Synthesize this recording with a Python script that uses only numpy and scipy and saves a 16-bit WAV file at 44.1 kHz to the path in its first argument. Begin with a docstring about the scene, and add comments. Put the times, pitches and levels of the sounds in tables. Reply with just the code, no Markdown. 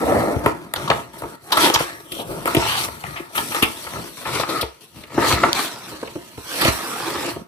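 """A light cardboard box is handled on a wooden table close to a stereo microphone: hands turn it, open its flaps
and slide the tray out. Rubbing is random friction that rings the hollow box and the table top and hisses on card.
Knocks of edges, snaps of film and short scuffs are bursts of force through the same resonances, with bright snaps.
Behind them lie a short room made of feedback delays and a faint air noise."""
import sys
import numpy as np
from scipy import signal
from scipy.fft import rfft, irfft, next_fast_len
from scipy.io import wavfile

SR = 44100
rng = np.random.default_rng(int(sys.argv[2]) if len(sys.argv) > 2 else 0)


def generate_wav(signal):
    """Clip the signal to [-1, 1] and save it as 16-bit WAV at the path in sys.argv[1]."""
    frames = np.transpose(np.atleast_2d(signal))
    scaled = np.clip(frames, -1, 1) * 32767
    pcm = np.round(scaled).astype(np.int16)
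    wavfile.write(sys.argv[1], SR, pcm)


N = 329427

# resonances of the hollow box: f/Hz, width/Hz, relative level/dB
BOX_MODES = [(181, 68, -2.5), (245, 144, -1), (330.6, 67, 3), (416, 38.6, -1.5), (512, 104, -4.5),
             (685, 109, -4), (832, 209, -5), (933, 102, 0), (1089, 192, -6), (1284, 154, 0),
             (1410, 288, -5.5), (1727, 387, -7), (2107, 700, -12.5)]
# resonances of the table top: f/Hz, width/Hz, relative level/dB
TABLE_MODES = [(64.2, 10.4, -10), (101, 51, -6), (151, 49, -5.5)]


def rubbing():
    """Friction sounds at once in the box walls, on the coated card, as fine hiss and in the table."""
    # coated card and tray: f/Hz, relative level/dB per Hz
    card_spectrum = [(900, -19), (1600, -11.5), (2300, -1.5), (2800, -1), (3220, -0.4), (3700, -1),
                     (4300, 0.5), (5300, -3.5), (7000, -9.5), (16000, -69)]
    # fine hiss: f/Hz, relative level/dB per Hz
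    hiss_spectrum = [(3000, -51), (5500, 5), (7000, -3.5), (15000, 3.5)]
    # a dragged flap edge favours one narrow band of the card's hiss:
    # from t/s, to t/s, from f/Hz, to f/Hz, width/Hz, level over the card/dB
    edge_drags = [(1.491, 1.837, 3253, 3160, 350, -5), (2.064, 2.224, 3180, 3190, 373, 5),
                  (2.634, 2.774, 2860, 3094, 445, 0.5), (2.701, 2.85, 3560, 3740, 507, -8),
                  (3.05, 3.082, 1940, 1900, 300, 7), (4.35, 4.415, 3830, 3900, 400, -9.5),
                  (5.202, 5.708, 4370, 4130, 450, -11)]
    # a whole wall sliding on the table drums in one band:
    # from t/s, to t/s, from f/Hz, to f/Hz, width/Hz, level over the box/dB
    wall_drags = [(0.033, 0.359, 616, 596, 340, 0.6), (2.18, 2.387, 549.5, 524, 287, -1),
                  (2.602, 2.74, 881, 888, 150, -5), (4.493, 4.598, 400, 391, 180, -3)]
    box_db, card_db, hiss_db, table_db, tilt_db = strokes()

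    shake = rms_one(friction(2500, spread_db=1.5, lumpy_db=1.0, alike=0.81))
    ticks = from_db(-11.5) * rms_one(friction(70, spread_db=1.5, lumpy_db=3.0, alike=0.69))
    shake = shake + ticks
    # rubbing near an edge favours the high modes, the middle of a wall the low ones
    tilts = [np.clip(tilt_db, -9, 9) * np.log2(hz / 600) for hz, width, db in BOX_MODES]
    grip = patches(BOX_MODES, patchy_db=2.0, rate_hz=6)
    box = rms_one(ring(BOX_MODES, shake, grip + tilts)) + favoured(shake, wall_drags)

    surface = friction(12000, spread_db=0.5, lumpy_db=1.2, alike=0.014)
    # random slow unevenness of the card's hiss across fixed bands
    bands = [(hz, hz / 6, 0) for hz in np.geomspace(1700, 8000, num=11)]
    uneven = ring(bands, rms_one(surface) + ticks, patches(bands, patchy_db=2.0, rate_hz=12))
    card = rms_one(colour(uneven, card_spectrum)) + favoured(surface, edge_drags)
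    hiss = rms_one(colour(surface, hiss_spectrum))

    drumming = friction(900, spread_db=1.5, lumpy_db=1.5, alike=0.88)
    table = rms_one(ring(TABLE_MODES, drumming, patches(TABLE_MODES, patchy_db=3, rate_hz=5)))
    return from_db(box_db) * box + from_db(card_db) * card + from_db(hiss_db) * hiss + from_db(table_db) * table


def strokes():
    """Adds the powers of all strokes to dB levels of walls, card, hiss and table; wall power weights the tilt."""
    # strokes of a hand, flap or wall: full strength at t/s, swell/s per 20 dB (at least 0.004),
    # hold/s (at least 0), fade/s per 20 dB (at least 0.02), box wall level/dB, card over box/dB,
    # fine hiss over card/dB, table over box/dB, tilt of the box tone/dB per octave
    hand_strokes = [(0.084, 0.7, 0.1, 0.5, -19.5, -21, 1, -11.5, -3.5),
                    (0.439, 0, 0.081, -0.04, -27, -20.5, -7, -7, -4),
                    (0.774, -0.05, 0.22, 0.14, -32, -9.5, -4.5, -4, -1),
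                    (1.133, 0, 0.22, -0.1, -39, -12, 0.5, -14, -1),
                    (1.439, 0.03, 0.1, 2, -51, -24, 26.5, -1, -7),
                    (1.554, 0.0956, 0.0075, 0.4, -25.5, -18.5, 3, -25, 1),
                    (1.58, 0.07, 0.026, 0.28, -22, -4.5, -10, -36, 1),
                    (1.615, 0.0562, 0.06, 0.05, -16.5, -6, -2, -39, 1.5),
                    (1.791, -0.06, 0.012, 0.15, -29, -3.5, -4.5, -35, 5.5),
                    (2.14, 0.06, 0.081, 0, -36.5, -7, 3.5, -23, -3.5),
                    (2.303, 0.12, 0.054, 1, -34.5, -12.5, 0.5, -3, -1),
                    (2.46, 0.005, 0.0063, 0.3, -25, -12, -2, -39, 2),
                    (2.602, 0.17, 0.066, 0.24, -25.5, -5.5, -7.5, -7.5, 3),
                    (2.715, 0.22, 0.14, -0.06, -30, 1, -10.5, -25, 5.5),
                    (2.841, 0.33, 0.0049, 0.05, -34, -2, 5, -16, -12),
                    (2.913, 1.4, 0.017, 0.2, -40.5, -5, 1, -2, -1),
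                    (3.068, 0.12, 0.031, 0.33, -36.5, -9, -0.5, -2.5, 3.5),
                    (3.363, 0.04, 0.016, 1, -35, 1.5, 0, -8, -4),
                    (3.552, 0.02, 0.017, 0.1, -24, -7.5, -9, -26, 2.5),
                    (3.792, 1.07, 0.29, 0.02, -39, -4.5, -5, -14, 0),
                    (3.952, 0.05, 0.03, 0.15, -30.5, -12.5, -8, -1, -2.5),
                    (4.172, -0.05, 0.065, -0.1, -41, -2, 0, -18, 0.5),
                    (4.275, 0.04, 0.022, 0, -28, -9, -31, -7, 1.5),
                    (4.335, 0.13, 0.075, 0.07, -26, -5, -8, -9, 1),
                    (4.492, 0.04, 0.085, 0.11, -29, -4, -6, -10, 2),
                    (4.809, -0.1, 0.03, 0.1, -50, -0.5, -1, -16.5, -5),
                    (4.97, 0.07, 0.032, 0.15, -43, -5, -4, -1, -2),
                    (5.144, -0.03, 0.036, -0.3, -37, -8, -12, 4.5, -9),
                    (5.235, 0.1038, 0.017, 0.5, -18, -9.5, -12, -16, 0.5),
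                    (5.289, 0.12, 0.056, 0.02, -23, -1, -8.5, -3, 2.5),
                    (5.459, 0.12, 0.036, -0.49, -20, -34, -22, -27.5, -4),
                    (5.551, 0, 0.055, 0.18, -26, 0.5, -6.5, -31, 2.5),
                    (5.867, 0.26, 0.033, 1.2, -39.5, -3.5, -6, -9, -2.5),
                    (6.5, 0.1, 0.068, 0.5, -37, -0.5, -17, -19, 3),
                    (6.574, 0.1847, 0.071, 0.37, -32, 0.5, -1, -19, 0),
                    (6.627, 0.0768, 0.066, 0.02, -18.5, -6.5, -7, -55, 2.5),
                    (6.695, 0.14, 0.21, 1.5, -30.5, -5.5, -4, -19, 2),
                    (7.13, 0.44, 0.18, -0.28, -27.5, -5.5, -9.5, -25, -0.5),
                    (7.384, 1, 0.036, -0.1, -41.5, -34, -7, -3.5, -7.5)]
    # hands merely holding the box: level/dB of walls, card, hiss, table
    resting_db = [-59, -62, -70, -80]
    fade_from_s, fade_db_per_s = 7.33, 154
    t = np.arange(N) / SR
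    # near the end the resting sound and the earlier strokes fade out quickly
    fade_out = from_db(-fade_db_per_s * np.maximum(t - fade_from_s, 0))
    power = (from_db(resting_db)[:, None] * fade_out) ** 2
    tilted = 0
    for s, swell, hold, fade, box_db, card_db, hiss_db, table_db, tilt_db in hand_strokes:
        early = (s - t) / max(swell, .004)
        late = (t - s - max(hold, 0)) / max(fade, .02)
        strength = from_db(-20 * np.maximum(0, np.maximum(early, late)))
        if s < fade_from_s:
            strength = strength * fade_out
        levels = from_db(box_db + np.array([0, card_db, card_db + hiss_db, table_db]))
        stroke = (levels[:, None] * strength) ** 2
        power = power + stroke
        tilted = tilted + tilt_db * stroke[0]
    return (*(10 * np.log10(power)), tilted / power[0])


def friction(per_s, spread_db, lumpy_db, alike):
    """Fibres catch and let go: uneven clicks, in lumps, partly from spots that each side hears differently."""
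    sizes = from_db(spread_db * np.minimum(rng.exponential(1, (2, N)), 5)) * rng.standard_normal((2, N))
    caught = rng.random((2, N)) < per_s / SR
    mid, side = sizes * caught * from_db(lumpy_db * drift(31.0))
    alike = np.clip(alike, 0, 1)
    return np.sqrt(1 + alike) * mid + np.sqrt(1 - alike) * side * [[1], [-1]]


def favoured(force, bands):
    """The low part of the force is carried up to each gliding band while its drag lasts."""
    out, t = 0, np.arange(N) / SR
    for start, end, from_hz, to_hz, width_hz, db in bands:
        slow = signal.sosfilt(signal.butter(2, width_hz / 2, fs=SR, output="sos"), force)
        turns = np.cumsum(np.interp(t, [start, end], [from_hz, to_hz])) / SR
        dragging = np.interp(t, [start - .02, start, end, end + .02], [0, 1, 1, 0])
        out = out + from_db(db) * dragging * rms_one(slow * np.cos(2 * np.pi * turns))
    return out


def patches(modes, patchy_db, rate_hz):
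    """Each mode or band is fed more or less from moment to moment, by a slow random drift of its own."""
    return np.array([patchy_db * drift(rate_hz) for mode in modes])


def contacts(rows, rise_share, apart, push):
    """Each contact is a burst of force that swells and dies: it rings box and table and leaves a bright snap."""
    push_s, rattle_cut_hz = 0.00027, 1580
    out, size = np.zeros((2, N + SR)), SR // 5
    t = np.arange(size) / SR
    soft = signal.butter(2, rattle_cut_hz, fs=SR, output="sos")
    # a first clean push over the grit
    first_push = push * t / push_s * np.exp(1 - t / push_s)
    for s, snap_db, box_db, table_db, centre_hz, t60, crack_db, snap_hz in rows:
        noise = rng.standard_normal((2, size))
        grip = rng.standard_normal(len(BOX_MODES))
        t60 = max(t60, .003)
        shape = (1 - np.exp(-t / (rise_share * t60))) ** 2 * from_db(-60 * t / t60)

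        # the loose walls go on rattling dully after the contact
        rattle_fade = from_db(-11.0 - 60 * t / (0.03 + 2.5 * t60))
        rattle = signal.sosfilt(soft, noise[1]) * (1 - np.exp(-t / 0.00094)) * rattle_fade
        feeds_db = 2.0 * grip + near_centre(centre_hz, slope_db=6.5)
        box = ring(BOX_MODES, noise[0] * shape + first_push + rattle, feeds_db)

        # the table feels only the smooth swell, not the grit, and carries it unevenly to the two microphones
        table = np.array([ring(TABLE_MODES, shape, 6.2 * grip), ring(TABLE_MODES, shape, 2.0 * grip[::-1])])

        # film and flap edges beam their treble, so each side gets a share of its own
        grit = (noise[0] + apart * noise[1] * [[1], [-1]]) * shape
        # a hump at the snap's own pitch and a thin crack above it
        hump = resonate(resonate(grit, snap_hz, 0.64 * snap_hz), snap_hz, snap_hz / 2)
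        snap = from_db(snap_db) * peak_one(hump)
        crack = from_db(snap_db + crack_db + 3.5) * peak_one(np.diff(grit, prepend=0))

        body = from_db(box_db + 8.0) * peak_one(box) + from_db(table_db + 3.0) * peak_one(table)
        at = round(s * SR)
        out[:, at:at + size] += body + snap + crack
    return out[:, :N]


def near_centre(centre_hz, slope_db):
    """The place of contact favours box modes near one pitch: dB per mode, falling per octave squared."""
    centre_hz = np.clip(centre_hz, 150, 2000)
    return np.array([-slope_db * np.log2(hz / centre_hz) ** 2 for hz, width, db in BOX_MODES])


def ring(modes, force, feeds_db):
    """The force goes through every mode, each fed with a strength of its own, in alternating sign."""
    total = 0
    for k, ((hz, width_hz, db), feed_db) in enumerate(zip(modes, feeds_db)):
        total = total + (-1) ** k * from_db(db + feed_db) * resonate(force, hz, width_hz)
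    return total


def resonate(x, hz, width_hz):
    """One two-pole resonance with gain near 1 on its top."""
    r = np.exp(-np.pi * width_hz / SR)
    feed = (1 - r * r) / 2 * np.array([1, 0, -1])
    return signal.lfilter(feed, [1, -2 * r * np.cos(2 * np.pi * hz / SR), r * r], x + 1e-18)


def spaced(x):
    """The sound reaches the nearer microphone a little sooner, and each side has its own level."""
    # where the hands work: t/s, lead of the left microphone/ms, left over right level/dB
    hand_places = [(0, 0.16, 0.5), (.9, 0.17, 2), (1.7, 0.16, 1), (2.15, 0.26, 2.5), (2.6, 0.15, 0.7),
                   (3.1, 0.3, 4), (3.6, 0.17, 2), (4.0, 0.16, 2), (4.35, 0.075, 4), (5.53, 0.039, 1),
                   (6.0, -0.12, 0), (6.7, -0.16, -2), (7.47, 0.15, 0)]
    s, leads_ms, pans_db = np.transpose(hand_places)
    t, samples = np.arange(N) / SR, np.arange(N)
    # half the lead, in samples, goes to each side
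    shift = np.interp(t, s, leads_ms) * SR / 2000
    pan_db = np.interp(t, s, pans_db)
    moved = [np.interp(samples + way * shift, samples, v) for way, v in zip((1, -1), x)]
    return from_db(np.array([pan_db, -pan_db]) / 2) * moved


def room(x):
    """Walls return the sound through six feedback delays a side, duller on every round."""
    t60_s, wall_cut_hz = 0.3, 6400
    size = next_fast_len(N + SR)
    turn = np.exp(-2j * np.pi * np.arange(size // 2 + 1) / size)
    dull = np.exp(-2 * np.pi * wall_cut_hz / SR)
    wall = (1 - dull) / (1 - dull * turn)
    out = np.zeros((2, size // 2 + 1), complex)
    for k, lag in enumerate((rng.uniform(.008, .035, size=12) * SR).astype(int)):
        loop = from_db(-60 * lag / SR / t60_s) * wall * np.exp(lag * np.log(turn))
        out[k % 2] += (-1) ** (k // 2) * loop / (1 - loop)
    return irfft(rfft(x, size) * out, size)[:, :N]


def room_air():
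    """The quiet of the place: steady coloured noise, independent at each microphone."""
    # f/Hz, relative level/dB per Hz
    air_spectrum = [(18, -44), (30, -15), (311, -6), (1590, -5), (11700, -31), (14400, -17), (16000, -47)]
    return from_db(-69) * rms_one(colour(rng.standard_normal((2, N)), air_spectrum))


def drift(rate_hz):
    """Slow chance of rms 1: noise at a fortieth of the sample rate through two equal low-passes at rate_hz."""
    r = np.exp(-80 * np.pi * rate_hz / SR)
    slow = signal.lfilter([1], [1, -2 * r, r * r], rng.standard_normal(N // 40 + 2002))
    slow = slow[2000:]  # past the filter's start
    return np.interp(np.arange(N) / 40, np.arange(len(slow)), rms_one(slow))


def colour(x, spectrum):
    """Shapes along the last axis by points of f/Hz and level/dB, joined on a log frequency scale."""
    hz, db = np.transpose(spectrum)
    size = next_fast_len(N)
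    bins_hz = np.arange(size // 2 + 1) * SR / size
    gain = from_db(np.interp(np.log(bins_hz + 1), np.log(hz), db, left=-60))
    return irfft(rfft(x, size) * gain, size)[..., :N]


def from_db(db):
    """Decibels to gain."""
    return 10 ** (np.asarray(db) / 20)


def rms_one(x):
    """Scales to rms 1."""
    return x / np.sqrt(np.mean(x ** 2) + 1e-20)


def peak_one(x):
    """Scales to peak 1."""
    return x / np.abs(x).max()


def scene():
    """Box and hands close to the microphone in a quiet room."""
    # both tables: t/s, snap peak level/dB, box level/dB (peak 8 dB above), table level/dB (peak 3 dB above),
    # favoured box f/Hz (kept to 150-2000), t60 of the contact/s, crack over snap/dB (3.5 dB added), snap f/Hz
    # sharp knocks of edges and snaps of film
    knock_rows = [(.4595, -6.5, -9, -17.5, 710, 0.036, -13, 1940),
                  (.7375, -10.5, -21, -43, 1430, 0.012, 1.5, 3320),
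                  (.9007, -3.5, -7.5, -18, 1050, 0.03, -23, 2800),
                  (1.2204, -27, -26.5, -36, 1000, 0.0066, -1, 1840),
                  (1.7, -4, -14, -48, 800, 0.008, -10, 3230),
                  (1.7485, -3, -15, -40, 1200, 0.017, -21, 3150),
                  (1.806, -11, -16, -26, 900, 0.004, -15, 1300),
                  (2.4563, -11, -19, -40, 800, 0.012, -7, 2260),
                  (2.5472, -8, -15, -29, 500, 0.035, -5.5, 2300),
                  (2.5668, -6, -11, -11.5, 500, 0.03, -37, 2670),
                  (2.885, -21.5, -27, -42, 880, 0.022, -18, 1890),
                  (3.0385, -21, -26, -30, 1300, 0.016, -30, 2230),
                  (3.5461, -13.5, -21.5, -63.5, 1280, 0.024, -11.5, 3020),
                  (3.625, -7.5, -16, -21, 246, 0.017, -2.5, 2680),
                  (3.935, -24.5, -33, -51, 1000, 0.021, -8, 1990),
                  (4.397, -15, -19, -32, 805, 0.032, -20, 3800),
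                  (4.4325, -21, -19, -38, 1250, 0.025, -20, 2500),
                  (5.0364, -27.5, -47, -57.5, 385, 0.028, -17, 2360),
                  (5.1775, -16, -11, -23, 500, 0.075, -27, 1300),
                  (5.4347, -9, -5.5, -21.5, 1110, 0.045, -26, 2070),
                  (5.5303, 1, -47.5, -35, 306, 0.0041, -6, 3700),
                  (6.0289, -28, -24.5, -50, 570, 0.034, -22, 1520),
                  (6.679, -9, -15.5, -14.5, 400, 0.053, -19, 2130)]
    # short scuffs, where a flap or finger slips and grips again
    scuff_rows = [(.36, -48.5, -25, -14, 286, 0.012, -7, 1920),
                  (.757, -16.5, -27, -35, 890, 0.031, -12, 3480),
                  (.874, -20, -24, -43, 850, 0.037, -22, 3250),
                  (.9105, -8.5, -13, -32, 880, 0.021, -25, 1690),
                  (1.178, -38.5, -49, -52, 900, 0.071, 4, 4530),
                  (1.2326, -31, -27.5, -33, 630, 0.029, -10, 1800),
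                  (1.518, -5, -16, -37, 1010, 0.042, -9.5, 3570),
                  (1.568, -8, -10.5, -32, 1370, 0.035, -6, 3700),
                  (1.635, -7, -17, -38, 450, 0.07, -20, 3250), (1.737, -6, -20, -39, 800, .04, -4, 5200),
                  (1.7554, -3, -13.5, -24, 1420, 0.017, -42, 3030),
                  (2.1162, -17.5, -38.5, -40, 306, 0.032, -7, 3160),
                  (2.1894, -22.5, -29, -55, 540, 0.076, -10, 3100),
                  (2.2898, -40.5, -29, -27.5, 378, 0.17, 4.5, 2330),
                  (2.473, -20, -18, -36, 990, 0.02, -3, 2000),
                  (3.156, -22.5, -33, -52, 1330, 0.08, -19, 2240),
                  (3.196, -30, -28.5, -44, 288, 0.02, -23, 2440),
                  (3.346, -17.5, -26, -58, 1350, 0.09, -6, 2560),
                  (3.376, -11.5, -16.5, -41, 1230, 0.034, -38, 2980),
                  (3.514, -21, -28.5, -67, 1110, 0.053, -17, 2480),
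                  (3.622, -2, -17, -38, 900, 0.049, -13.5, 2540),
                  (3.866, -25, -31.5, -38.5, 1010, 0.023, -15, 2060),
                  (4.251, -23, -25, -39, 955, 0.044, -18, 2270),
                  (4.485, -18, -28, -50, 400, 0.08, -10, 3860),
                  (4.609, -13, -34, -40, 347, 0.035, -4, 3900),
                  (4.625, -19, -22, -27, 650, 0.025, -20, 2300),
                  (5.3297, -19, -24, -17.5, 430, 0.026, -11, 2820),
                  (5.918, -41.5, -34.5, -39, 410, 0.034, -7, 2300),
                  (6.072, -28.5, -38, -42, 500, 0.03, -16.5, 2280),
                  (6.1534, -38, -26.5, -31.5, 293, 0.02, -13, 2340),
                  (6.3752, -34, -31.5, -29, 394, 0.015, -8, 2880),
                  (6.608, -10.5, -28, -36, 1320, 0.043, -5, 3300),
                  (6.6473, -6.5, -15.5, -15, 537, 0.02, -8.5, 2720),
                  (7.36, -34, -27, -30, 490, 0.0082, -18, 1920)]
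    knocks = contacts(knock_rows, rise_share=.015, apart=.55, push=1.06)
    scuffs = contacts(scuff_rows, rise_share=.2, apart=.75, push=0)
    near = rubbing() + knocks + scuffs
    # close to the microphone the bass is nearly all direct sound
    sent = signal.sosfilt(signal.butter(1, 183, "high", fs=SR, output="sos"), near.mean(axis=0))
    return spaced(near) + from_db(-13.5) * room(sent) + room_air()


def record(dry):
    """The microphone colours the sound, peaks are rounded, the deepest bass and the top are cut."""
    # f/Hz, level/dB
    microphone_response = [(25, 4), (55, -1.5), (6000, 0.97), (8200, 8.5), (9000, 12), (11600, 10),
                           (13200, 6), (15300, 3), (16000, -25)]
    rounded = np.tanh(colour(dry, microphone_response))
    lean = signal.sosfilt(signal.butter(3, 38, "high", fs=SR, output="sos"), rounded)
    return signal.sosfilt(signal.cheby2(12, 70, 16500, fs=SR, output="sos"), lean)


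dry = scene()
out = record(dry)
generate_wav(out)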